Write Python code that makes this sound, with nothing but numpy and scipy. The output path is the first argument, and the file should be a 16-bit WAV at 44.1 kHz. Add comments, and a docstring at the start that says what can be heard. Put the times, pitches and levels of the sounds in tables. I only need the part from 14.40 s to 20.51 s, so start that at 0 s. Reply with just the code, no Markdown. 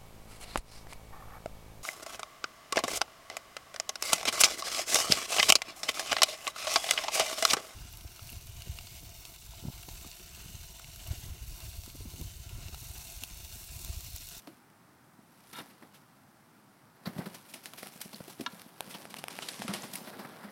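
"""A dog noses through dry straw on the floor of a quiet outbuilding, close to the microphone.
It starts with sparse rustles and, after a second, a claw rasping over hard debris. From 2.7 s it scrabbles:
each paw stroke drags litter, crushes stalks and stirs chaff, single stalks snap and split, and paws and
body thud on the floor. At 4 s the debris is knocked and rings. The digging peaks just after 5 s, the dog's
fur dulling the rustle, then eases. A faint steady hush fills the shed throughout."""
import sys
import numpy as np
from scipy import signal
from scipy.fft import rfft, irfft
from scipy.io import wavfile
from scipy.ndimage import uniform_filter1d

SR = 44100
rng = np.random.default_rng(int(sys.argv[2]) if len(sys.argv) > 2 else 0)


def wrap_up_sound(samples):
    """Save the sound to the file named by the first command line argument, as 16-bit audio."""
    columns = np.atleast_2d(samples).T
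    # keep every value between -1 and 1, then stretch to whole-number steps
    tamed = np.clip(columns, -1, 1)
    steps = np.round(tamed * 32767).astype(np.int16)
    wavfile.write(sys.argv[1], SR, steps)


N = 269495
TIME = np.arange(N) / SR


# Paw strokes: start_s, length_s, level_db, lightness_db (+ skims the chaff, - digs down to the floor)
PAW_STROKES = [(.0745, 0.0053, -51, -4.5), (1.133, 0.0084, -47, -2), (1.171, 0.021, -54, 2.5),
               (1.189, 0.01, -46, -4.5), (1.206, 0.012, -58, -13.5), (1.305, .015, -62, -5.5),
               (1.428, 0.012, -59.5, -10), (1.55, 0.023, -59.5, -0.5), (2.658, .004, -50, -6),
               (2.668, 0.022, -47.5, -7), (2.784, 0.0075, -47.5, -6.5), (2.81, 0.024, -56.5, -12.5),
               (2.862, 0.0085, -46, -7), (2.949, .014, -50.5, 0.5), (3.1, 0.033, -61, 4),
               (3.141, 0.0081, -47.5, 3), (3.16, 0.026, -55.5, -0.5), (3.24, .014, -57, 4),
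               (3.262, 0.014, -52, 3), (3.337, 0.0054, -53, -5), (3.386, 0.02, -50.5, 2),
               (3.431, 0.014, -50, 0), (3.464, 0.0064, -53, -7), (3.607, .004, -50.5, 0),
               (3.6155, 0.0052, -43.5, 9.5), (3.651, .008, -57, 4), (3.733, 0.0072, -48.5, -4),
               (3.76, 0.0074, -54, 4), (3.805, .005, -55, -6), (3.882, .007, -53, -3),
               (3.903, 0.014, -53, 1.5), (3.996, 0.0053, -51.5, -3), (4.01, 0.0045, -43.5, 2),
               (4.125, 0.01, -59, 0), (4.514, 0.038, -51.5, 1.5), (4.549, .011, -46.5, -4),
               (4.706, 0.014, -53, 0), (4.767, 0.0066, -48, 1), (4.788, 0.0073, -45, 0.5),
               (4.908, .016, -50, 1), (5.027, .013, -44, 0), (5.088, 0.0044, -38, 4),
               (5.224, 0.019, -48.5, 6), (5.283, 0.0097, -41.5, -2), (5.303, .03, -48, -4),
               (5.339, 0.0065, -37, 1.5), (5.353, 0.036, -45, -1.5), (5.44, 0.019, -46.5, -2.5),
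               (5.5367, 0.0067, -47, 9), (5.5562, 0.0036, -46, 13.5), (5.676, 0.014, -49, -6),
               (5.736, 0.017, -55, -10.5), (5.798, .025, -50.5, -6.5), (5.851, 0.0078, -57, -18),
               (6.041, 0.018, -58, -10)]

def stroke_power(response, push_share=0.46, settle_db=-15.5, settle_s=0.038):
    """Power the paws put into one layer of litter: a quick push, a fade, then the straw settles."""
    power, lead_s = np.zeros(N), 0.1
    t = np.arange(SR // 3) / SR - lead_s
    before, after = np.minimum(t, 0), np.maximum(t, 0)
    settling = undb(settle_db) * np.exp(-after / settle_s)
    for start_s, length_s, level_db, lightness_db in PAW_STROKES:
        push = np.exp(-(before / (push_share * length_s)) ** 2)
        fade = np.hypot(np.exp(-after / length_s), settling)
        add(power, start_s - lead_s, (layer_gain(level_db, lightness_db, response) * push * fade) ** 2)
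    return power


# The dog's rooting, a bed under the strokes: time_s, level_db, lightness_db
ROOTING = [(0, -67, 1), (.3, -77.5, -5), (.8, -77, -0.5), (1.2, -63, 1), (1.38, -70.5, -4),
           (1.9, -77, -1.5), (2.58, -75, -6.5), (2.78, -58, -4.5), (3.03, -65.5, -2.5), (3.4, -60.5, 0.5),
           (3.95, -61.5, -0.5), (4.37, -62.5, -4), (4.55, -58, -3.5), (4.86, -59.5, -3), (5.06, -50, 1),
           (5.35, -52, -1), (5.86, -58, -6.5), (6.11, -59.5, -7.5)]
# EQ curves of the low floor drag, the crunchy stalks and the airy chaff: freq_hz, gain_db
DRAG_EQ = [(25, -36), (70, -19.5), (120, -3), (205, 5), (300, -0.5), (450, -2.5), (750, -1), (1400, -4),
           (2100, -7), (3500, -28)]
STALK_EQ = [(500, -21.5), (1300, -5), (2200, 1.5), (3400, -2), (5200, -3), (6800, -9), (10000, -46)]
CHAFF_EQ = [(2500, -37), (5500, -6.5), (7200, -4), (9500, -0.5), (12000, -0.5), (14000, -4), (16000, -8)]
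# How drag, stalks and chaff answer a paw, a row each: offset_db, slope_db_per_lightness_db
LAYER_RESPONSES = [(0, -1.0), (1.2, 0.48), (0.5, 1.0)]

def litter(rooting_trims_db=(-1, -1.5, 1.5), grit_shares=(0.21, 0.47, 0.35), fidget_db=1.0):
    """Fibres slide and fracture in drag, stalks and chaff; a paw stroke crowds the fractures together."""
    time_s, level_db, lightness_db = np.transpose(ROOTING)
    effort_db = np.interp(TIME, time_s, level_db) + fidget_db * wander(per_second=16)
    lightness_db = np.interp(TIME, time_s, lightness_db)
    sparse = crackle(per_second=500, spread_db=5.5)
    dense = crackle(per_second=3600, spread_db=2)
    rustle = fibres(per_second=900, spread_db=3.0, patchy_db=2.5)
    scrape = fibres(per_second=3000, spread_db=2.5, patchy_db=3)
    layers = zip((DRAG_EQ, STALK_EQ, CHAFF_EQ), LAYER_RESPONSES, rooting_trims_db, grit_shares)
    out = 0
    for eq, response, trim_db, grit in layers:
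        stirred = layer_gain(effort_db + trim_db, lightness_db, response)
        pushed = np.sqrt(stroke_power(response))
        fractures = stirred * sparse + pushed * dense
        sliding = stirred * rustle + pushed * scrape
        out += colour(np.sqrt(grit) * fractures + np.sqrt(1 - grit) * sliding, eq)
    return out


def layer_gain(level_db, lightness_db, response):
    """A light paw favours the chaff, a heavy one drags on the floor."""
    offset_db, slope = response
    return undb(level_db + offset_db + slope * lightness_db)


def fibres(per_second, spread_db, patchy_db, q=6):
    """Each length of fibre rings at its own pitch, and the paw meets other ones every moment."""
    out = 0
    for pitch_hz in np.geomspace(150, 15000, num=26):
        pushes = crackle(per_second, spread_db) * undb(patchy_db * wander(per_second=45))
        out += signal.lfilter(*signal.iirpeak(pitch_hz, q, fs=SR), pushes)
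    return unit(out)


def crackle(per_second, spread_db):
    """Tiny fractures: clicks of uneven size at random moments."""
    out = np.zeros(N)
    at = np.flatnonzero(rng.random(N) < per_second / SR)
    size = undb(spread_db * np.minimum(rng.exponential(size=N)[at], 3.5))
    out[at] = size * (-1) ** at  # either sign
    return unit(out)


# The dog's body covering the litter: time_s, muffled_share (0-1)
FUR_COVER = [(4.3, 0.2), (4.95, 0.77), (5.35, 1), (5.55, 0.23), (6.0, 0.3)]

def fur_muffle(x, cutoff_hz=11000):
    """Fur between the litter and the microphone takes away the top treble."""
    share = np.interp(TIME, *np.transpose(FUR_COVER))
    dull = signal.sosfiltfilt(signal.butter(2, cutoff_hz, fs=SR, output="sos"), x)
    return x + share * (dull - x)


# Stalks snapping: start_s, level_db, pitch_hz, tick_db (relative to level_db)
STALK_SNAPS = [(0.0741, -40, 730, -9), (.302, -51, 3040, -2), (3.2576, -42, 2400, 20.5),
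               (3.336, -31.5, 3500, -7), (3.431, -33, 705, 3), (3.4714, -44, 1300, 17.5),
               (3.616, -34, 3250, 10), (4.197, -46, 1200, 15), (4.218, -41.5, 2160, 12.5),
               (4.4068, -26, 824, 9), (4.654, -34, 760, -0.5), (4.742, -31, 1040, 4), (4.840, -28, 796, 6),
               (4.883, -29, 1210, 8.5), (4.929, -35, 3400, 0), (4.989, -28, 870, 1.5),
               (5.220, -26, 920, -2), (5.2803, -26.5, 3000, 1), (5.5555, -46, 3000, 8)]
# Bending modes that make the pop: pitch_ratio, gain_db
STALK_MODES = [(1, -2), (1.8, -0.5), (2.9, 0)]
# EQ curve of the bright tick: freq_hz, gain_db
TICK_EQ = [(300, -17), (1400, 1), (2500, 1.5), (4500, 0), (6000, -0.5), (7500, -5.5), (10000, 4),
           (13000, -5), (16000, -20.5)]

def snaps(ring_cycles=3.3, splinter_db=-18, splinter_s=0.0006):
    """A breaking stalk gives a woody pop in a few bending modes, and a tick with splinters behind it."""
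    out, t = np.zeros(N), np.arange(SR // 50) / SR
    for start_s, level_db, pitch_hz, tick_db in STALK_SNAPS:
        pop = 0
        for ratio, gain_db in STALK_MODES:
            mode_hz = pitch_hz * ratio * rng.uniform(0.92, 1.08)
            pop += undb(gain_db) * peak(t * ring(t, mode_hz, ring_cycles / mode_hz))
        fracture = undb(splinter_db) * rng.standard_normal(len(t)) * np.exp(-t / splinter_s)
        fracture[0] = 1  # the break itself
        tick = peak(colour(fracture, TICK_EQ))
        add(out, start_s, undb(level_db) * pop)
        add(out, start_s + rng.uniform(0, 0.0006), undb(level_db + tick_db) * tick)
    return out


# Claws splitting a stalk lengthwise: start_s, length_s, level_db, pitch_hz
STALK_SPLITS = [(2.657, .014, -44.5, 4220), (3.138, 0.0083, -50, 2750), (3.744, 0.0037, -42, 4270),
                (4.541, 0.016, -47.5, 3060), (4.767, 0.009, -49, 2590), (5.023, .012, -43, 3080),
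                (5.087, 0.0068, -38, 4070), (5.421, 0.0022, -39, 6700)]

def splits(q=3.4):
    """A splitting stalk gives a short run of fractures, all ringing at its own pitch."""
    out, t = np.zeros(N), np.arange(SR // 10) / SR
    for start_s, length_s, level_db, pitch_hz in STALK_SPLITS:
        tearing = crackle(per_second=2500, spread_db=-0.5)[:len(t)] * np.exp(-(t / length_s) ** 2)
        stalk = signal.iirpeak(pitch_hz, q, fs=SR)
        rung = signal.lfilter(*stalk, signal.lfilter(*stalk, tearing))
        add(out, start_s, undb(level_db) * rung * np.sqrt(length_s * SR) / np.linalg.norm(rung))
    return out


# Soft landings of paws and body: start_s, level_db, pitch_hz, t60_s
LANDINGS = [(.073, -41.5, 309, 0.13), (.786, -47, 214, .046), (1.206, -47.5, 274, 0.19),
            (1.430, -52, 310, 0.15), (2.666, -26, 167, 0.05), (2.690, -41, 205.6, 0.26),
            (2.759, -34, 168, 0.055), (2.784, -24.5, 162, .045), (2.865, -32.5, 215, 0.054),
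            (3.553, -41, 170, 0.034), (3.654, -37, 220, 0.027), (3.735, -41.5, 198, 0.11),
            (3.801, -31.5, 181, 0.02), (3.803, -37.5, 516, 0.019), (3.877, -37.5, 370, 0.031),
            (3.996, -30.5, 320, 0.023), (4.008, -31.5, 267, 0.049), (4.065, -44.5, 270, .1),
            (4.128, -40.5, 190, 0.04), (4.259, -41.5, 214, 0.025), (4.470, -44.5, 198, 0.12),
            (5.191, -34, 205, 0.09), (5.244, -33.5, 217, .066), (5.288, -29, 196, 0.16),
            (5.437, -39.5, 201, 0.089), (5.535, -43, 205, 0.15), (5.608, -45.5, 198, .12),
            (5.794, -42.5, 207, 0.15), (6.042, -42.5, 204, .18)]
# EQ curve of the pad's rumble: freq_hz, gain_db
PAD_EQ = [(25, -22), (70, -19), (130, -2), (300, 2), (450, -5), (680, -3), (1000, -20), (2500, -29)]

def thuds(pad_db=-11, pitch_waver=0.071, attack_cycles=1.255):
    """Weight lands softly: a damped boom of the floor and the rumble of the pad pressing the litter."""
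    out, t = np.zeros(N), np.arange(SR // 3) / SR
    for start_s, level_db, pitch_hz, t60_s in LANDINGS:
        attack_s = attack_cycles / pitch_hz  # the deeper, the slower
        press = np.minimum(t / attack_s, 1) ** 2 * decay(np.maximum(t - attack_s, 0), t60_s)
        load = unit(uniform_filter1d(rng.standard_normal(len(t)), size=400))
        bent_hz = pitch_hz * (1 + pitch_waver * load)  # shifting weight bends the pitch
        boom = np.sin(2 * np.pi * np.cumsum(bent_hz) / SR)
        pad = unit(colour(rng.standard_normal(len(t)), PAD_EQ))
        add(out, start_s, undb(level_db) * press * (boom + undb(pad_db) * pad))
    return out


KNOCK_START_S, KNOCK_DB = 4.0628, -23
RASP_START_S, RASP_LENGTH_S, RASP_DB = 1.130, 0.073, -43
# The ring of one hard piece of debris: pitch_hz, gain_db, t60_s
DEBRIS_MODES = [(990, -2, .07), (1114, -7, .05), (1363, 0, 0.067), (1654, -0.5, 0.04), (2080, -6, .035),
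                (2350, -1, 0.027), (2870, 2, 0.037), (3278, -2.5, .04), (3700, 1, 0.04), (4250, 1, 0.037),
                (5330, -7, .028)]

def debris(crack_db=-8.5, crack_s=0.0041, chatter=0.59, damping_s=0.0081):
    """Hard debris rings freely when it is knocked, and damped by the paw when a claw rasps over it."""
    out, t = np.zeros(N), np.arange(SR // 4) / SR
    modes = 0
    for pitch_hz, gain_db, t60_s in DEBRIS_MODES:
        contact = 1 + chatter * wander(per_second=176)[:len(t)]  # it lies loose, so its ring is rough
        modes += rng.choice([-1, 1]) * undb(gain_db) * contact * ring(t, pitch_hz, t60_s)
    crack = colour(rng.standard_normal(len(t)) * np.exp(-t / crack_s), STALK_EQ)
    add(out, KNOCK_START_S, undb(KNOCK_DB) * (peak(modes) + undb(crack_db) * crack))
    swell = (t < RASP_LENGTH_S) * np.exp(t / RASP_LENGTH_S - 1)
    slips = crackle(per_second=830, spread_db=3.0)[:len(t)] * swell
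    held = modes * np.exp(-t / damping_s)
    held = signal.sosfilt(signal.butter(2, 3000, fs=SR, output="sos"), held)  # softer than a knock
    add(out, RASP_START_S, undb(RASP_DB) * signal.fftconvolve(slips, held / np.linalg.norm(held)))
    return out


def shed_reverb(x, t60_s=0.56, wet_db=-16, predelay_s=0.006, cutoff_hz=2500):
    """Weak, dull reflections: the straw soaks up most of the sound."""
    t = np.arange(SR // 2) / SR
    tail = rng.standard_normal(len(t)) * decay(t, t60_s) * (t > predelay_s)
    echoes = signal.fftconvolve(x, tail / np.linalg.norm(tail))[:N]
    return undb(wet_db) * signal.sosfilt(signal.butter(1, cutoff_hz, fs=SR, output="sos"), echoes)


# EQ curve of the room tone: freq_hz, gain_db
HUSH_EQ = [(25, -25), (55, -24), (80, -14), (115, -2.5), (160, -3), (220, -2.5), (330, -7.5), (480, -16),
           (800, -9.5), (1400, -12.5), (2000, -18), (3000, -26.5), (7000, -26), (16000, -30.5)]

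def hush(level_db=-61):
    """The shed's room tone: faint, dark, steady noise."""
    return undb(level_db) * colour(rng.standard_normal(N), HUSH_EQ)


def undb(db):
    """Decibels to gain."""
    return 10 ** (np.asarray(db) / 20)


def unit(x):
    """Scale to rms 1."""
    return x / np.sqrt(np.mean(x ** 2))


def peak(x):
    """Scale to peak 1."""
    return x / np.max(np.abs(x))


def add(track, start_s, sound):
    """Mix a sound into a track; whatever falls outside the track is dropped."""
    start = int(start_s * SR)
    first, last = max(start, 0), min(start + len(sound), N)
    track[first:last] += sound[first - start:last - start]


def colour(x, eq, size=4096):
    """Causal filter through (freq_hz, gain_db) points that keeps the power of white noise."""
    freq_hz, gain_db = np.transpose(eq)
    bins_hz = np.arange(size // 2 + 1) * SR / size
    gain = undb(np.interp(np.log(bins_hz + 1), np.log(freq_hz), gain_db))
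    cepstrum = irfft(np.log(gain))
    cepstrum[1:size // 2] *= 2  # fold to minimum phase
    cepstrum[size // 2 + 1:] = 0
    response = irfft(np.exp(rfft(cepstrum)))
    return signal.fftconvolve(x, response / np.linalg.norm(response))[:len(x)]


def decay(t, t60_s):
    """Envelope that falls 60 dB in t60_s."""
    return np.exp(-np.log(1000) * t / t60_s)


def ring(t, pitch_hz, t60_s):
    """One damped mode."""
    return np.sin(2 * np.pi * pitch_hz * t) * decay(t, t60_s)


def wander(per_second):
    """Random drift with a spread near 1."""
    knots = rng.standard_normal(N // 50)
    return 1.2 * np.interp(TIME * per_second, np.arange(len(knots)), knots)


def scene():
    """The dog in the litter, the shed around it and the steady hush."""
    dog = fur_muffle(litter()) + snaps() + splits() + thuds() + debris()
    low_cut = signal.butter(2, 86, "highpass", fs=SR, output="sos")
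    dog = signal.sosfilt(low_cut, dog)  # the microphone's low cut thins the dog's deep bass
    return (dog + shed_reverb(dog) + hush())[None]


def record(dry):
    """The microphone port has a dip in the treble; a steep low-pass cuts the top."""
    dip_hz, dip_depth, top_hz = 6830, 0.38, 16000
    dipped = dry - dip_depth * signal.lfilter(*signal.iirpeak(dip_hz, Q=4.5, fs=SR), dry)
    return signal.sosfilt(signal.ellip(10, 0.2, 70, top_hz, fs=SR, output="sos"), dipped)


dry = scene()
out = record(dry)
wrap_up_sound(out)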